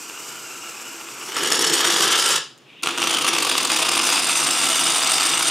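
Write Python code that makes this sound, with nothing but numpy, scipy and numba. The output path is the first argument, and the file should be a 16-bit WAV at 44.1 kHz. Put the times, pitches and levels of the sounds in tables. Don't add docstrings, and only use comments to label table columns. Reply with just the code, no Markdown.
import sys
import numpy as np
from scipy import signal
from scipy.fft import rfft, irfft
from scipy.io import wavfile
from scipy.ndimage import uniform_filter1d
from numba import njit

SR = 44100
rng = np.random.default_rng(int(sys.argv[2]) if len(sys.argv) > 2 else 0)


def wrap_up_sound(samples):
    columns = np.atleast_2d(samples).T
    tamed = np.clip(columns, -1, 1)
    steps = np.round(tamed * 32767).astype(np.int16)
    wavfile.write(sys.argv[1], SR, steps)


def ratio(d):
    e = np.asarray(d, float) / 20
    return 10 ** e


N = 242726
T = np.arange(N) / SR
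TAPS = 2048
FREQ = np.maximum(np.arange(TAPS // 2 + 1) * SR / TAPS, 1)


def shape_db(points, modes=()):
    hz, db = np.transpose(points)
    bumps = sum(boost / (1 + (2 * (FREQ - f) / width) ** 2) for f, width, boost in modes)
    return np.interp(np.log(FREQ), np.log(hz), db) + bumps


def shelf_db(hz, low_db, high_db, octaves=0.27):
    return low_db + (high_db - low_db) / (1 + (hz / FREQ) ** (2 / max(octaves, .1)))


def causal(db):
    ceps = irfft(db * np.log(10) / 20)
    ceps[1:TAPS // 2] *= 2
    ceps[TAPS // 2 + 1:] = 0
    return irfft(np.exp(rfft(ceps)))


def colour(x, db, lo_hz, hi_hz):
    inside = (FREQ > lo_hz) & (FREQ < hi_hz)
    power = np.sum(ratio(db[inside]) ** 2) / len(FREQ)
    return signal.oaconvolve(x, causal(db) / np.sqrt(power))[:len(x)]


@njit
def band(x, hz, width):
    y, b, l = np.empty(len(x)), 0., 0.
    for i in range(len(x)):
        g, k = np.tan(np.pi * hz[i] / SR), width / hz[i]
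        v = (b + g * (x[i] - l)) / (1 + g * (g + k))
        b, l, y[i] = 2 * v - b, l + 2 * g * v, k * v
    return y


def noise():
    return rng.standard_normal(N)


def walk(rate):
    k = int(SR / rate)
    held = np.repeat(rng.standard_normal(N // k + 1), k)
    return 1.2 * uniform_filter1d(uniform_filter1d(held, k), k)[:N]


def curve(table, column):
    rows = np.array(table)
    return np.interp(T, rows[:, 0], rows[:, column], left=-120, right=-120)


def strikes(table):
    rows, out = np.array(table), np.zeros(N)
    at = np.minimum((rows[:, 0] * SR).astype(int), N - 1)
    np.add.at(out, at, ratio(rows[:, 1]))
    return out


# f/Hz, level/dB per Hz
HUM = [(15, -62), (25, -35.5), (59, -28), (129, -1.5), (183, -10), (340, -2), (582, -13), (1340, -13.5),
       (2170, -18), (2920, -15), (6500, -27), (15500, -42)]


def hum():
    level_db = -52 + 0.75 * walk(6.7)
    return ratio(level_db) * colour(noise(), shape_db(HUM), 0, 20000)


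def crackle(rate, spread_db):
    size_db = spread_db * np.minimum(rng.exponential(size=N), 2)
    out = (rng.random(N) < rate / SR) * ratio(size_db)
    return out / np.sqrt(np.mean(out ** 2))


def puffs(gas, rise_ms=2.5, fall_ms=1.5):
    power = np.zeros(N)
    for s, db, ms in gas[:, :3]:
        i = int(s * SR)
        power[i:i + int(max(ms - 1.5, 1) * SR / 1000)] = ratio(db) ** 2
    t_ms = np.arange(1024) * 1000 / SR
    edge = np.exp(-t_ms / fall_ms)
    choked = signal.oaconvolve(power, edge / edge.sum())[:N]
    return np.sqrt(np.abs(uniform_filter1d(choked, int(rise_ms * SR / 1000) + 1)))


# t/s, froth level/dB, foam plugging the spout/0-1, gas pressure behind the running pockets' pops/dB
FROTH = [
    [(0, -40.5, 0.36, -30), (.5, -42.5, 0.03, -30), (.95, -39, 0.66, -30), (1.2, -39.5, 0.7, -30),
     (1.335, -33, .72, -26), (1.375, -24, 0.67, -22), (1.5, -26, 0.92, -24), (1.75, -18.5, 0.6, -17),
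     (2.05, -19, 0.42, -21), (2.385, -21, 0.02, -37)],
    [(2.824, -36, .7, -28), (2.835, -31, 0.9, -28), (2.94, -30.5, 0.64, -26), (3.05, -26.5, 0.65, -28),
     (3.35, -25.5, 0.57, -24), (3.65, -26.5, 0.62, -30), (3.95, -26.5, 0.5, -17), (4.4, -20.5, 0.19, -23.5),
     (4.9, -20.5, 0, -14.5), (5.51, -21, 0.07, -22)],
]
# f/Hz, level/dB per Hz
STREAM = [(47, -62), (80, -52), (133, -23), (236, -7), (336, -0.5), (499, -0.5), (545, -4.5), (1350, -3.5),
          (1880, -6.5), (2790, -5.5), (3640, -13), (7700, -6.5), (10700, -20.5), (12800, -16), (15600, -30)]
SPUTTER = [(47, -41), (80, -54), (139, -16), (211, -18), (343, -4), (488, 0), (609, -7.5), (1320, -5.5),
           (2440, -7), (2920, -2), (4150, -4), (5410, -4), (8230, -6.5), (13100, -19.5), (15600, -31)]
RESTART = [(47, -52), (80, -36), (145, -20), (216, -17), (328, 1.5), (428, -5.5), (478, 1.5), (570, -3.5),
           (1150, 0), (2100, -5), (3050, 3.5), (4340, -3), (8790, -11), (12800, -20), (15600, -29)]
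CLOSE = [(47, -59), (80, -53), (139, -15.5), (216, -17.5), (275, -5.5), (428, -12.5), (499, -3), (558, -10),
         (665, 1), (1010, -2.5), (2050, -3.5), (2920, -3), (4150, -2.5), (8790, -4.5), (15600, -25.5)]
# f/Hz, width/Hz, boost/dB
STREAM_MODES = [(345, 90, 2), (1900, 250, -3), (2420, 200, 3), (2950, 250, 2), (3950, 700, -2),
                (5550, 340, 3), (7740, 150, 2), (12500, 300, 3)]
SPUTTER_MODES = [(330, 74, 0.82), (860, 140, 3), (1710, 290, 7), (2420, 210, -5), (3760, 180, 1),
                 (4130, 290, -2.5), (4570, 130, 2), (5380, 180, 4.5), (6870, 180, 7), (8200, 400, 2.5)]
RESTART_MODES = [(2500, 190, 0.5), (3620, 200, -1.5), (4300, 600, -1), (6630, 440, 4.5), (8600, 500, -7)]
CLOSE_MODES = [(332, 82, 2.5), (2270, 41, 2.5), (3340, 190, 1), (3580, 280, 4), (4160, 130, -1.5),
               (4940, 300, 2.5), (5540, 150, 0), (6180, 120, 3), (7200, 280, 3), (8580, 1100, 5),
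               (9830, 250, 4)]
TURNS = [.6, 1.25, 1.45, 2.4, 2.8, 3.6, 4.2]


def spray(rows):
    body_db = np.maximum(curve(FROTH[0], 1), curve(FROTH[1], 1))
    plug = np.clip(np.maximum(curve(FROTH[0], 2), curve(FROTH[1], 2)), 0, 1)
    burble_db = body_db - 16 + 12 * plug
    hiss_db = body_db + 3 - 5.5 * plug
    choked = np.interp(T, [1.24, 1.38], [0, 1])

    bubbly = noise() + (0.38 + 0.69 * choked) * crackle(220, 4.9)
    body = ratio(body_db - 4.0 - 5.73 * choked + 2.12 * walk(60) + 1.4 * walk(15)) * bubbly
    burble = ratio(burble_db - 1.5 + 1.2 * walk(40)) * noise()
    hiss = ratio(hiss_db - 1.5 - 14.7 * choked + 1.3 * walk(90)) * noise()
    gas = ratio(-2.0 + 2.24 * walk(300)) * puffs(rows) * (noise() + .5 * crackle(600, 4.9))

    body_shelf = shelf_db(546, -31.0, 0) + shelf_db(5300, 0, -26.0)
    burble_shelf = shelf_db(650, 0, -36.0)
    hiss_shelf = shelf_db(3600, -7.0, 0)
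    gas_shelf = shelf_db(3600, -1.06, 0, octaves=0.5)
    states = [shape_db(STREAM, STREAM_MODES), shape_db(SPUTTER, SPUTTER_MODES),
              shape_db(RESTART, RESTART_MODES), shape_db(CLOSE, CLOSE_MODES)]
    state = np.interp(T, TURNS, [0, 0, 1, 1, 2.5, 2.5, 3])
    out = np.zeros(N)
    for k, db in enumerate(states):
        share = np.clip(1 - np.abs(state - k), 0, 1)
        on = share > 0
        sound = colour(body[on], db + body_shelf, 560, 5300)
        sound += colour(burble[on], db + burble_shelf, 200, 600)
        sound += colour(hiss[on], db + hiss_shelf, 6700, 9800)
        sound += colour(gas[on], db + gas_shelf, 3200, 18000)
        out[on] += np.sqrt(share[on]) * sound
    return out


# t/s, first f/Hz, second f/Hz, ring level/dB
SPOUT = [(0, 1440, 2770, -4), (.3, 1420, 2860, 5), (.75, 1410, 2720, 1), (1.2, 1400, 2780, -1),
         (1.31, 1390, 3200, 2), (1.5, 1310, 2740, 4), (1.7, 1320, 3080, -15), (2.1, 1340, 3020, 4.5),
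         (2.4, 1370, 3000, 2), (2.8, 1430, 2560, 6.5), (3.1, 1340, 3000, 3.5), (3.35, 1174, 2680, -4),
         (4, 1020, 2750, -7), (4.3, 1300, 2750, -8.5), (4.65, 1315, 2840, 2.5), (5.05, 1325, 2900, -3.5),
         (5.51, 1370, 2870, 4.5)]
# mean f/Hz, width/Hz, scatter/0-1, level/dB
POCKET = [(5425, 250, 0.1, 0), (6440, 66, 0.2, -9), (8650, 270, 0.08, 3), (9620, 320, .06, 2),
          (12650, 1200, 0.09, 1)]


def cavities(x, starts, glide=0.035):
    s, first_hz, second_hz, ring_db = np.transpose(SPOUT)
    gain = ratio(np.interp(T, s, ring_db) + 2.5 * walk(30))
    drift = np.interp(T, [1.1, 1.4], [1.2, 1])
    first = np.interp(T, s, first_hz) * (1 + 0.021 * drift * walk(11))
    second = np.interp(T, s, second_hz) * (1 + 0.023 * drift * walk(17))
    out = x + gain * band(x, first, 81.0)
    out += 0.9 * gain * band(x, second, 175.0)

    pocket = np.maximum(np.searchsorted(starts, T) - 1, 0)
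    age = np.clip((T - starts[pocket]) / 0.011, 0, 1.5)
    chance = rng.standard_normal((len(starts), len(POCKET), 2))
    for k, (hz, width, scatter, db) in enumerate(POCKET):
        wander = 0.98 * chance[pocket, k, 0] + 0.5 * walk(5)
        pitch = uniform_filter1d(hz * (1 + scatter * wander + glide * age), size=44)
        gain = ratio(db + 4.5 * np.clip(chance[pocket, k, 1], -2, .8))
        out += (T > starts[0]) * gain * band(x, pitch, 1. * width)
    return out


def ring(hz, decay_ms):
    t = np.arange(256) / SR
    return np.cos(2 * np.pi * hz * t) * np.exp(-t * 1000 / decay_ms)


# t/s, pop level/dB
STREAM_POPS = [(.097, -21), (.175, -25), (.672, -27), (.798, -27), (.956, -26), (1.011, -27), (1.086, -23),
               (1.212, -21)]
# t/s, pop level/dB
FIRST_RUN = [(1.942, -11), (1.9606, -7), (2.0068, -8), (2.085, -9), (2.1045, -11), (2.157, -10),
             (2.175, -15), (2.1945, -12), (2.2808, -15), (2.2888, -13), (2.2964, -10), (2.3046, -10),
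             (2.3237, -14)]
SECOND_RUN = [(3.5134, -5.5), (3.552, -5), (3.58, -9.0), (3.6026, -10), (3.6512, -11.0), (3.7, -4),
              (3.726, -10), (3.7622, -14), (3.7907, -12), (3.816, -12), (3.8292, -7), (3.851, -10),
              (3.8585, -8), (3.8838, -10), (3.914, -16), (3.9326, -10), (3.952, -9.5), (3.9678, -7),
              (3.9914, -8), (3.9982, -5), (4.089, -8), (4.1375, -15), (4.144, -11), (4.166, -7.5),
              (4.178, -7), (4.2322, -10), (4.2943, -4.5), (4.326, -15), (4.3546, -9), (4.4063, -16),
              (4.4279, -8.0), (4.4485, -15), (4.4646, -15), (4.487, -11), (4.583, -12), (4.6131, -8.5),
              (4.6338, -10), (4.728, -9), (4.7594, -12), (4.7834, -13), (4.8355, -14), (5.063, -12.5),
              (5.1, -8.0), (5.1812, -7), (5.3348, -6), (5.4088, -12), (5.4478, -12), (5.4969, -9)]


def pops(rows):
    push = signal.windows.hann(9)
    burst = np.convolve(ring(2950, .22) + .35 * ring(1200, 1.1), push)
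    events = np.concatenate([rows[:, [0, 3]], STREAM_POPS, FIRST_RUN, SECOND_RUN])
    lag_s = .0015
    crack = signal.oaconvolve(strikes(events + [lag_s, 0]), burst / burst.max())[4:N + 4]
    return crack + 2.56 * band(crack, curve(SPOUT, 2) * (1 + 0.05 * walk(40)), 255.0)


# t/s, treble level/dB, length/ms, plug pop level/dB
FIRST = [(1.195, -33, 5.1, -31), (1.319, -33.5, 4, -20), (1.289, -37, 4.4, -22), (1.345, -31, 5, -30),
         (1.356, -35, 3.2, -25), (1.364, -27, 4.8, -24), (1.371, -32, 12, -14), (1.385, -24, 4.8, -18),
         (1.392, -28, 4.8, -23), (1.407, -32.5, 25, -14), (1.431, -22, 7.2, -25), (1.445, -22, 6.1, -12),
         (1.457, -21, 7, -19), (1.471, -22, 19, -22), (1.5, -20, 6.5, -22), (1.516, -17.5, 8.7, -17),
         (1.53, -20, 7.3, -13), (1.542, -19.5, 18, -12), (1.567, -20.5, 10.5, -23), (1.591, -15, 5.5, -16),
         (1.607, -20.5, 21, -23), (1.641, -14.5, 8.9, -9), (1.664, -20.5, 21, -22), (1.697, -18, 9, -16),
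         (1.723, -22, 8.7, -17), (1.733, -17, 14, -15), (1.751, -16, 5.7, -13), (1.765, -23.5, 37, -15),
         (1.805, -21, 11, -8), (1.843, -18, 15, -14)]
SECOND = [(2.832, -24, 6.7, -20), (2.844, -32, 3.7, -30), (2.859, -24, 4, -9.5), (2.871, -23, 5.2, -4),
          (2.886, -25.5, 6.8, -13), (2.906, -32, 7.9, -21), (2.975, -26.5, 6, -19), (2.982, -25, 4.2, -8),
          (2.993, -32, 4, -12), (3.001, -26, 3.5, -17), (3.01, -31, 3.6, -19), (3.017, -21, 4.4, -12),
          (3.027, -28, 4.9, -3), (3.038, -21, 3.6, -15), (3.045, -25, 4.3, -17), (3.058, -29, 4.5, -24),
          (3.071, -22, 6.5, -5.5), (3.093, -20, 5.5, -20), (3.107, -23, 10.3, -20), (3.127, -24, 7.4, -23),
          (3.138, -21, 12.4, -11), (3.168, -21, 5.8, -8), (3.184, -20.5, 7.1, -15), (3.209, -24.5, 16, -14),
          (3.244, -21, 7.4, -13), (3.275, -20.5, 17, -9), (3.265, -22, 7.3, -6), (3.33, -25, 11, -9),
          (3.349, -21.5, 6.5, -22), (3.364, -23, 4.8, -10), (3.381, -23, 7.8, -13),
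          (3.401, -23.5, 6.2, -20), (3.421, -23.5, 12, -13), (3.447, -23, 8.1, -13), (3.467, -25, 9.9, -9),
          (3.492, -22, 10.6, -11)]
# t/s, treble
# level/dB, length/ms
FULL_FLOW = [(1.862, -21, 25), (1.899, -21, 9.3), (1.914, -22, 20), (1.937, -20.5, 11), (1.955, -22, 37),
             (1.992, -23.0, 7.4), (2.004, -20.5, 6.9), (2.018, -18, 17), (2.032, -21.5, 27),
             (2.072, -22, 16), (2.102, -24, 10.1), (2.113, -19.5, 22), (2.139, -27, 7.6),
             (2.153, -18, 11.4), (2.174, -20.5, 32), (2.201, -22, 13), (2.216, -19.5, 15.5),
             (2.236, -24, 21), (2.257, -17, 10), (2.273, -21.5, 24), (2.294, -20, 19), (2.312, -23, 21),
             (2.335, -23.5, 29), (2.358, -18, 6.2), (2.371, -29, 12.4),
             (3.51, -25.5, 16), (3.536, -31, 25), (3.563, -28, 12), (3.578, -19.5, 7.9), (3.603, -26, 11),
               (3.626, -27.4, 11.3), (3.647, -20, 6.8), (3.67, -25.5, 11), (3.693, -24.5, 14.9),
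               (3.715, -19.5, 5.8), (3.728, -21.5, 5.6), (3.737, -22.5, 10.6), (3.76, -21.5, 15),
               (3.786, -24.5, 10), (3.801, -24.5, 9.3), (3.816, -24.5, 12.8), (3.828, -23, 6.2),
               (3.848, -24.7, 7.9), (3.858, -24, 15), (3.885, -19.5, 9.3), (3.915, -22, 11),
               (3.931, -22, 11.5), (3.95, -21.5, 11), (3.968, -20.5, 13), (3.988, -25, 12),
               (4.011, -22.5, 14.6), (4.03, -21, 13), (4.049, -20.5, 34), (4.089, -21, 15),
               (4.111, -22, 24), (4.137, -22, 9.8), (4.149, -21, 12.7), (4.168, -21.5, 27),
               (4.188, -21, 12.3),
             (4.199, -24, 6), (4.219, -21, 8.8), (4.228, -21.6, 11), (4.243, -21, 14), (4.266, -21, 13),
               (4.285, -21, 23), (4.306, -22, 6.2), (4.312, -21, 9.3), (4.326, -24, 16), (4.35, -20, 35),
               (4.386, -23.5, 8.3), (4.397, -20, 11), (4.415, -19, 8.1), (4.428, -21.5, 24),
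               (4.463, -19, 5.3), (4.47, -22, 10), (4.487, -19.5, 6.5), (4.506, -17.5, 5.7),
               (4.516, -22.5, 27), (4.546, -24.5, 19), (4.569, -22, 27), (4.6, -22.5, 9.2),
               (4.614, -19.5, 13), (4.631, -21, 17), (4.651, -21, 8.2), (4.664, -22, 14), (4.686, -18, 6.9),
               (4.697, -21, 24), (4.718, -19, 4.8), (4.729, -20, 6.7), (4.743, -21.5, 23),
               (4.768, -19.5, 15), (4.792, -20.5, 21), (4.814, -23, 16), (4.834, -21, 11),
               (4.853, -21.5, 19),
             (4.875, -24, 9.6), (4.886, -21, 5.6), (4.896, -21, 15), (4.916, -22, 8.5), (4.933, -20, 6.4),
             (4.944, -19, 8.3), (4.956, -21, 23.2), (4.981, -21, 9.5), (4.993, -25, 16), (5.019, -21, 6.9),
             (5.027, -20.5, 9.2), (5.043, -20.5, 6.6), (5.058, -22, 10), (5.072, -18.5, 6.1),
             (5.09, -20.5, 22), (5.116, -19, 8.7), (5.131, -19, 13), (5.151, -23, 22), (5.178, -19, 6.6),
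             (5.198, -20, 12.3), (5.213, -20, 7.4), (5.228, -21, 14), (5.252, -20, 5.2), (5.261, -21.5, 12),
             (5.277, -23, 5.1), (5.287, -23.5, 17), (5.313, -24, 17), (5.336, -24, 27), (5.371, -21, 8.5),
             (5.389, -22.5, 15), (5.406, -19.7, 5.7), (5.422, -18.5, 8.4), (5.432, -28, 11),
             (5.445, -25, 27), (5.468, -23.5, 29), (5.492, -24, 8.2)]


def pockets():
    flow = np.array(FULL_FLOW)
    froth = np.concatenate(FROTH).T
    luck = np.clip(rng.standard_normal(len(flow)), -3, 1.5)
    pressure_db = np.interp(flow[:, 0], froth[0], froth[3])
    pop_db = pressure_db + 0.5 + 4 * luck
    level_db, longer_ms = -0.12, 0.81
    running = np.c_[flow + [0, level_db, longer_ms], pop_db]
    rows = np.concatenate([FIRST, SECOND, running])
    return rows[np.argsort(rows[:, 0])]


# t/s, level/dB, whistle f/Hz
LEAK = [
    (2.62, -74, 2920),
    (2.665, -59, 2700),
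    (2.7, -50, 2350),
    (2.75, -52, 2550),
    (2.785, -45, 2870),
    (2.82, -47.5, 2500),
]
# t/s, peak level/dB, weight/0-1
TICKS = [
    (2.578, -46, 0.1),
    (2.585, -49, 0),
    (2.8245, -36, 1),
    (2.833, -24, 1),
]


def valve():
    gas = ratio(curve(LEAK, 1) + 2.0 * walk(78)) * noise()
    seep_db = shape_db([(1200, -30), (2300, 1.0), (3000, 5), (3700, 3), (4600, -40)])
    seep = colour(gas, seep_db, 2200, 4000)
    s, _, hz = np.transpose(LEAK)
    seep = 0.75 * seep + 1.3 * band(seep, np.interp(T, s, hz), 170.)

    grit = rng.standard_normal(256) * np.exp(-np.arange(256) * 1000 / SR / 1.3)
    tick = signal.oaconvolve(strikes(TICKS), grit)[:N]
    s, _, weight = np.transpose(TICKS)
    bright = colour(tick, shelf_db(5300, -15.5, 0) + shelf_db(11000, 0, -17.0), 0, 20000)
    heavy = colour(tick, shelf_db(2500, -14, 0) + shelf_db(5800, 0, -24), 0, 20000)
    return seep + bright + np.interp(T, s, weight) * heavy


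def tray(x, echo_db=-16, lag_ms=.85, sway=.06):
    lag_s = lag_ms * (1 + sway * walk(2)) / 1000
    return x + ratio(echo_db) * np.interp(T - lag_s, T, x)


# f/Hz, decay by 60 dB/s
ROOM_T60 = [(200, 0.34), (1500, 0.31), (5000, 0.38), (12000, 0.23)]


def room(x, delay_ms=3.7):
    t, tail = np.arange(SR // 2) / SR, 0
    f, decay_s = np.transpose(ROOM_T60)
    for hz in 125 * 2. ** np.arange(7.5):
        t60 = np.interp(np.log(hz), np.log(f), decay_s)
        edges = [hz / np.sqrt(2), min(hz * np.sqrt(2), 20000)]
        octave = signal.butter(2, edges, "band", fs=SR, output="sos")
        decay = np.exp(-np.log(1000) * t / t60)
        tail = tail + signal.sosfilt(octave, rng.standard_normal(len(t))) * decay
    tail = tail * np.clip(t * 1000 / delay_ms - 1, 0, 1)
    return signal.oaconvolve(x, tail / np.sqrt(np.sum(tail ** 2)))[:N]


# f/Hz, side minus mid level/dB
WIDTH = [(60, -12), (110, -19), (200, -40), (380, -35), (700, -28), (1290, -24), (2380, -22.5), (4400, -15),
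         (8120, -18), (15000, -22)]
# t/s, left minus right treble level/dB
LEAN = [(0, .3), (2.2, .9), (5.5, .4)]


def scene():
    rows = pockets()
    nozzle = ratio(-1.2) * cavities(spray(rows), rows[:, 0])
    dry = tray(nozzle + pops(rows)) + valve()
    mid_hum, side_hum = hum(), hum()
    softened = signal.oaconvolve(dry, causal(shelf_db(8600, 0, -8.0)))[:N]
    mid = dry + ratio(-6.5) * room(softened) + mid_hum
    walls = room(dry, delay_ms=0.86)
    side = signal.oaconvolve(walls, causal(shape_db(WIDTH)))[:N] + ratio(-10.5) * side_hum
    lean = ratio(np.interp(T, *np.transpose(LEAN)))
    side += (lean - 1) / (lean + 1) * band(mid, np.full(N, 4500.), 4500.)
    return np.array([mid + side, mid - side])


def rumble():
    return colour(ratio(-87 + 4 * walk(8)) * noise(), shelf_db(70, 0, -37), 20, 60)


def band_limit(x):
    return signal.sosfilt(signal.butter(12, 15800, fs=SR, output="sos"), x)


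def record(dry):
    thin = signal.sosfilt(signal.butter(3, 110, "high", fs=SR, output="sos"), dry)
    rounded = np.tanh(.8 * thin) / .8
    limited = signal.sosfilt(signal.ellip(14, .2, 50, 15780, fs=SR, output="sos"), rounded)
    shared, left, right = rumble(), rumble(), rumble()
    mix = limited + shared + .9 * np.array([left, right])
    return band_limit(mix)


dry = scene()
out = record(dry)
wrap_up_sound(out)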